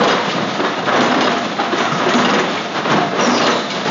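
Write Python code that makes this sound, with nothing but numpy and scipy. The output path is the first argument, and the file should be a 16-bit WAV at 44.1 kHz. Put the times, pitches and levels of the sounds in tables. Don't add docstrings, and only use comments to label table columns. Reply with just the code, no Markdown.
import sys
import numpy as np
from scipy import signal
from scipy.fft import rfft, irfft, next_fast_len
from scipy.io import wavfile
from scipy.ndimage import uniform_filter1d

SR = 44100
rng = np.random.default_rng(int(sys.argv[2]) if len(sys.argv) > 2 else 0)


def to_linear_factor(level_db):
    exponent = np.asarray(level_db, float) / 20
    return 10 ** exponent


def dump(signal):
    limited = np.clip(np.atleast_2d(signal).T, -1, 1)
    pcm = np.round(limited * 32767).astype(np.int16)
    wavfile.write(sys.argv[1], SR, pcm)


N = 171990

# start in seconds, peak in dB, pitch in Hz, 60 dB decay in seconds.
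CLANKS = [(0.001, -1, 485, 0.62), (0.1, -10.5, 1300, 0.28), (0.442, -13.5, 485, 0.1),
          (0.592, -5, 347, 0.19), (0.639, -10.5, 1220, 0.46), (0.866, -7, 1190, 0.33),
          (0.881, -5.5, 1350, 0.16), (0.94, -4, 434, 0.62), (1.009, -15, 1080, 0.8), (1.1, -11.5, 670, 1),
          (1.207, -16, 600, 0.39), (1.271, -1.5, 622, 0.091), (1.585, -9.5, 780, 0.42),
          (1.719, -6, 347, 0.18), (1.78, -10, 1260, 1), (2, -6, 730, 0.16), (2.058, -6, 356, 0.49),
          (2.139, -8, 1060, 0.58), (2.248, -12.5, 371, 1), (2.329, -5, 483, 0.24), (2.39, -11.5, 371, 0.22),
          (2.745, -9.5, 1190, 0.39), (2.849, -8.5, 600, 0.4), (2.911, -1, 955, 0.28),
          (3.185, -6, 540, 0.48), (3.259, -10.5, 1060, 0.46), (3.398, -9, 605, 0.81),
          (3.469, -2, 458, 0.19)]
# start in seconds, peak in dB, pitch in Hz, 60 dB decay in seconds.
NEIGHBOUR = [
    (0.038, -12, 1060, 0.39),
    (0.328, -14.5, 623, 0.65),
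    (0.379, -10.5, 351, 0.21),
    (0.773, -15, 716, 1),
    (1.365, -8, 1160, 0.13),
    (1.919, -13.5, 1200, 0.31),
    (2.982, -4.5, 693, 0.15),
    (3.115, -11.5, 422, 0.79),
    (3.329, -10, 517, 0.47),
    (3.854, -9.5, 810, 0.91),
]


def rms_one(x):
    return x / np.sqrt(np.mean(x ** 2) + 1e-20)


def lowpass(x, hz):
    return signal.sosfilt(signal.butter(2, hz, fs=SR, output="sos"), x)


def shape_spectrum(x, curve):
    hz, db = np.transpose(curve)
    f = np.maximum(np.arange(N // 2 + 1) * SR / N, 1)
    return irfft(rfft(x) * to_linear_factor(np.interp(np.log(f), np.log(hz), db)), N)


def coloured(spectrum):
    return rms_one(shape_spectrum(rng.standard_normal(N), spectrum))


def resonate(x, hz, width_hz):
    r = np.exp(-np.pi * width_hz / SR)
    poles = [1, -2 * r * np.cos(2 * np.pi * hz / SR), r * r]
    return signal.lfilter(np.array([1, 0, -1]) * (1 - r * r) / 2, poles, x + 1e-18)


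def drift(rate_hz):
    r = np.exp(-2 * np.pi * rate_hz / SR)
    slow = signal.lfilter([1], [1, -2 * r, r * r], rng.standard_normal(N + SR))[SR:]
    return rms_one(slow - slow.mean())


def blows(table, attack_s, q, broad_db, cut_hz, gain_db):
    # frequency in Hz, density in dB per Hz.
    steel_colour = [(60, -26), (248, -10), (300, -9), (1130, -10), (2210, -17.5), (3820, -21.5),
                    (6730, -28), (7900, -32.5)]
    out = np.zeros(N + SR)
    t = np.arange(SR // 2) / SR
    rattle = to_linear_factor(2.5 * drift(57))
    steel = lowpass(coloured(steel_colour), cut_hz) * rattle
    steel = np.concatenate([steel, steel[:SR]])
    white = rng.standard_normal(N + SR)
    for start_s, db, hz, t60 in table:
        i = max(int(start_s * SR), 0)
        span = slice(i, i + len(t))
        shape = (1 - np.exp(-t / attack_s)) * to_linear_factor(db + gain_db - 60 * t / max(t60, .02))
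        tone = rms_one(resonate(resonate(white[span], hz, hz / q), hz, 2 * hz / q))
        out[span] += shape * (tone + to_linear_factor(broad_db) * steel[span])
    return out[:N]


def drone():
    # frequency in Hz, density in dB per Hz.
    roar_colour = [(60, -27), (217, -1), (289, -7.5), (710, -8.5), (2430, -16), (3520, -18.5),
                   (6660, -30.5), (7900, -39)]
    # frequency in Hz, width in Hz, level in dB.
    motor_whines = [(247, 40, -39), (600, 50, -39), (700, 16, -33), (1268, 25, -37), (3530, 150, -43)]
    whines = np.zeros(N)
    for hz, width_hz, db in motor_whines:
        whine = rms_one(resonate(rng.standard_normal(N), hz, width_hz))
        whines += to_linear_factor(db + 1.4 * drift(2.4)) * whine
    flicker = to_linear_factor(-23 + 2.2 * drift(10))
    return flicker * coloured(roar_colour) + whines


def clanks():
    return blows(CLANKS, attack_s=.009, q=4.1, broad_db=5.5, cut_hz=3180, gain_db=-10.0)


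def frame():
    # frequency in Hz, level in dB, 60 dB decay in seconds.
    frame_modes = [(240.5, -10, 0.38), (380.7, -1.5, 0.14), (600, -7.5, 0.13), (692, -12.5, 0.48),
                   (1237, 3, 0.089), (1674, -4, 0.11)]
    start_s, db = np.transpose(list(CLANKS) + list(NEIGHBOUR))[:2]
    out = np.zeros(N)
    luck_db = rng.normal(0, 3.9, (len(start_s), len(frame_modes)))
    for k, (hz, mode_db, t60) in enumerate(frame_modes):
        clicks = np.zeros(N)
        clicks[(start_s * SR).astype(int)] = to_linear_factor(db + mode_db - 13 + luck_db[:, k])
        r = to_linear_factor(-60 / (t60 * SR))
        w = 2 * np.pi * hz / SR
        out += signal.lfilter([0, np.sin(w)], [1, -2 * r * np.cos(w), r * r], clicks + 1e-18)
    return out


def thumps():
    # start in seconds, peak in dB, pitch in Hz, 60 dB decay in seconds.
    low_thumps = [(.004, 3, 217, 0.15), (.059, -15, 222, 0.28), (.345, -7.5, 178, 0.56),
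                  (.594, -16, 237, 0.17), (.982, 6, 234, 0.16), (1.159, -1.5, 253, 0.36),
                  (1.912, -7.5, 177, 0.43), (2.03, -15.5, 246, 0.27), (2.14, -1, 250, 0.27),
                  (2.249, -8, 207, 0.9), (2.364, -17.5, 230, 0.41), (2.89, -3.5, 172, 0.58),
                  (2.937, 2, 210, 0.13), (3.019, -6, 229, 0.13), (3.129, -13, 226, 0.11),
                  (3.262, -3, 236, 0.34), (3.402, -7.5, 238, 0.43), (3.854, -6.5, 177, 0.35)]
    return blows(low_thumps, attack_s=0.008, q=1.95, broad_db=-14.5, cut_hz=1600, gain_db=-9.5)


def hall(x):
    t60_s, cut_hz = 0.73, 8400
    size = next_fast_len(N + 2 * SR)
    f = np.arange(size // 2 + 1) * SR / size
    response = 0
    for k, lag_s in enumerate(rng.uniform(.02, .06, 12)):
        loss = to_linear_factor(-60 * lag_s / t60_s * (1 + (f / cut_hz) ** 2))
        loop = loss * np.exp(-2j * np.pi * f * lag_s)
        response = response + (-1) ** k * loop / (1 - loop)
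    return irfft(rfft(x, size) * response, size)[:N] / 1.84


def ticks():
    # start in seconds, peak in dB, pitch in Hz, 60 dB decay in seconds.
    punch_ticks = [(0.0344, -6.5, 3650, 0.1), (0.0762, -6.5, 2780, 0.2), (0.2924, -11, 2320, 0.35),
                   (0.6438, -16, 2240, 0.2), (0.8555, -15.5, 2310, 0.2), (0.9308, -20, 3420, 0.29),
                   (1.0055, -6, 3380, 0.094), (1.058, -21, 3330, 0.17), (1.207, -6.5, 2790, 0.12),
                   (1.24, -19.5, 3030, 0.13), (1.2675, -13.5, 2680, 0.18), (1.599, -17.5, 2970, 0.23),
                   (1.7704, -14, 2300, 0.42), (1.917, -20, 2010, 0.92), (2.0906, -21, 2235, 0.31),
                   (2.1365, -5, 2850, 0.074), (2.109, -19, 2600, 0.12), (2.286, -17, 2200, .12),
                   (2.2468, -7.5, 2810, 0.097), (2.334, -6.5, 2060, 0.14), (2.388, -11.5, 2090, 0.1),
                   (2.5694, -16, 2245, 0.23), (2.8994, -11.5, 2120, 0.25), (3.1905, -15.5, 2100, 0.26),
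                   (3.3767, -7.5, 2560, 0.059), (3.267, -12, 3000, 0.066), (3.4137, -12, 2800, 0.1),
                   (3.465, -7, 2910, 0.12), (3.7013, -12, 3040, 0.25), (3.8488, -16.5, 3470, 0.39)]
    die_modes = [1900, 2250, 2850, 3320, 3700, 4990]
    width_hz = 150
    raw = blows(punch_ticks, attack_s=0.00074, q=1.42, broad_db=-12.0, cut_hz=4700, gain_db=-10.5)
    rung = np.zeros(N)
    for hz in die_modes:
        rung += to_linear_factor(7.1 * drift(2.6)) * resonate(resonate(raw, hz, width_hz), hz, 3 * width_hz)
    return raw + to_linear_factor(-6.5) * rms_one(rung) * np.std(raw)


def pings():
    # start in seconds, peak in dB, pitch in Hz, 60 dB decay in
    # seconds.
    ringing_steel = [(1.207, -24, 5000, .07), (1.24, -25, 5000, .12), (1.24, -22, 3700, .08),
                     (2.247, -20, 5000, .07), (2.247, -19, 2850, .08), (3.432, -21, 5000, .07),
                     (3.432, -19, 2850, .08), (3.498, -21, 6050, .08), (.78, -23, 2850, .1),
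                     (1.225, -21, 2850, .2), (1.587, -14, 805, .22), (2.98, -10, 703, .25),
                     (.593, -10, 347, .12), (1.03, -12, 246, .3), (2.145, -8, 248, .3), (.105, -22, 4950, .1),
                     (.037, -24, 4980, .07), (.958, -25, 5820, .08), (1.109, -30, 5150, .12),
                     (1.168, -31, 5000, .1), (1.27, -21, 3750, .07), (1.27, -21, 2750, .1),
                     (2.298, -25, 4990, .08), (2.336, -25, 4990, .1), (2.336, -26, 6250, .06),
                     (2.39, -28, 6050, .08), (2.11, -18, 1910, .15), (2.382, -17, 1720, .12),
                     (2.395, -19, 2050, .1), (.882, -13, 1550, .1), (3.463, -18, 2900, .07),
                     (3.377, -20, 2570, .08), (3.5, -25, 2750, .15), (3.272, -9, 246, .35),
                     (1.725, -13, 350, .12), (2.06, -11, 369, .12), (3.27, -15, 1120, .15),
                     (.65, -17, 1700, .12), (3.48, -15, 1267, .2)]
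    out = np.zeros(N + SR)
    t = np.arange(SR // 2) / SR
    for start_s, db, hz, t60 in ringing_steel:
        w = 2 * np.pi * hz
        ring = np.sin(w * t) + .4 * np.sin(w * 1.02 * t + 2) + .3 * np.sin(w * .985 * t)
        i = int(start_s * SR)
        out[i:i + len(t)] += to_linear_factor(2.5 + db - 60 * t / t60) * (1 - np.exp(-t / .004)) * ring
    return out[:N]


def neighbour():
    return blows(NEIGHBOUR, attack_s=0.0023, q=5.2, broad_db=4.5, cut_hz=1880, gain_db=-12)


def chips():
    # start in seconds, peak in dB, pitch in Hz, 60 dB decay in seconds.
    scrap = [(.105, -18, 5100, .25), (.312, -19.5, 4660, 0.24), (.703, -26, 5000, 0.085),
             (.958, -23, 5900, 0.13), (1.018, -14, 6200, 0.21), (1.109, -26, 5200, 0.4),
             (1.222, -21, 6000, 0.08), (1.378, -25, 6050, 0.24), (1.78, -23.5, 5860, 0.82),
             (2.088, -16.5, 5900, 0.14), (2.149, -12.5, 6400, 0.25), (2.298, -14.5, 5000, 0.1),
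             (2.336, -19.5, 6200, 0.11), (2.371, -29.5, 4560, 0.13), (2.39, -17.5, 6230, 0.12),
             (1.918, -25.5, 5400, .5), (2.912, -12.5, 5350, 0.12), (2.981, -23.5, 4300, 0.26),
             (3.27, -21, 6800, 0.36), (3.465, -19, 5900, 0.29), (3.56, -25.5, 6800, 0.16)]
    return blows(scrap, attack_s=0.0018, q=3.8, broad_db=-18, cut_hz=8000, gain_db=-10)


def jet():
    # time in seconds, level in dB, whistle pitch in Hz.
    jet_course = [
        (3.187, -48.5, 5950),
        (3.204, -29, 5874),
        (3.262, -24.5, 5600),
        (3.275, -31.5, 5405),
        (3.359, -27.5, 4930),
        (3.408, -33, 4650),
        (3.46, -29.5, 4150),
        (3.531, -30.5, 3890),
        (3.7, -38.5, 3810),
    ]
    start_s, db, hz = np.transpose(jet_course)
    t = np.arange(N) / SR
    wide = np.clip((t - 3.265) / 0.026, 0, 1)
    narrow_wobble = np.sqrt(1 - wide) * rms_one(lowpass(rng.standard_normal((2, N)), 150))
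    wide_wobble = np.sqrt(wide) * rms_one(lowpass(rng.standard_normal((2, N)), 240))
    wobble = narrow_wobble + wide_wobble
    phase = 2 * np.pi * np.cumsum(np.interp(t, start_s, hz)) / SR
    whistle = wobble[0] * np.cos(phase) + wobble[1] * np.sin(phase)

    white = rng.standard_normal(N)
    hiss = signal.sosfilt(signal.butter(2, [3800, 7200], "band", fs=SR, output="sos"), white)

    nozzle_hz, width_hz, from_s, to_s = 5750, 350, 3.27, 3.43
    nozzle = rms_one(resonate(resonate(white[::-1], nozzle_hz, width_hz), nozzle_hz, 2 * width_hz))
    nozzle = nozzle * np.clip(np.minimum(t - from_s, to_s - t) / 0.027, 0, 1)

    gate = to_linear_factor(np.interp(t, start_s, db, left=-120, right=-120))
    return gate * (whistle + to_linear_factor(-7) * rms_one(hiss) + to_linear_factor(-3.5) * nozzle)


def scene():
    struck = thumps() + clanks() + neighbour() + ticks() + frame() + chips()
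    near = struck + jet()
    return (near + to_linear_factor(-10) * hall(near) + pings() + drone())[None]


def band_limit(x):
    return signal.sosfilt(signal.butter(12, 7900, fs=SR, output="sos"), x)


def record(dry):
    # frequency in Hz, gain in dB.
    mic_colour = [(1900, -0.5), (2450, -2), (3000, 0.04), (4100, 2), (4450, -0.5), (7000, 1), (7480, 5.5),
                  (7620, -20)]
    limit_db, release_db_per_s, clip = -12, 209, 1
    dry = signal.sosfilt(signal.butter(4, 117, "high", fs=SR, output="sos"), dry)
    level = 10 * np.log10(uniform_filter1d(dry ** 2, size=220, axis=-1) + 1e-12)
    fall = release_db_per_s * np.arange(N) / SR
    held = np.maximum.accumulate(level + fall, axis=-1) - fall
    excess_db = uniform_filter1d(np.maximum(held - limit_db, 0), size=200, axis=-1)
    limited = dry * to_linear_factor(-.6 * excess_db)
    rounded = clip * np.tanh(limited / clip)
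    narrow = signal.sosfilt(signal.cheby2(16, 65, 7800, fs=SR, output="sos"), rounded)
    return band_limit(shape_spectrum(narrow, mic_colour))


dry = scene()
out = record(dry)
dump(out)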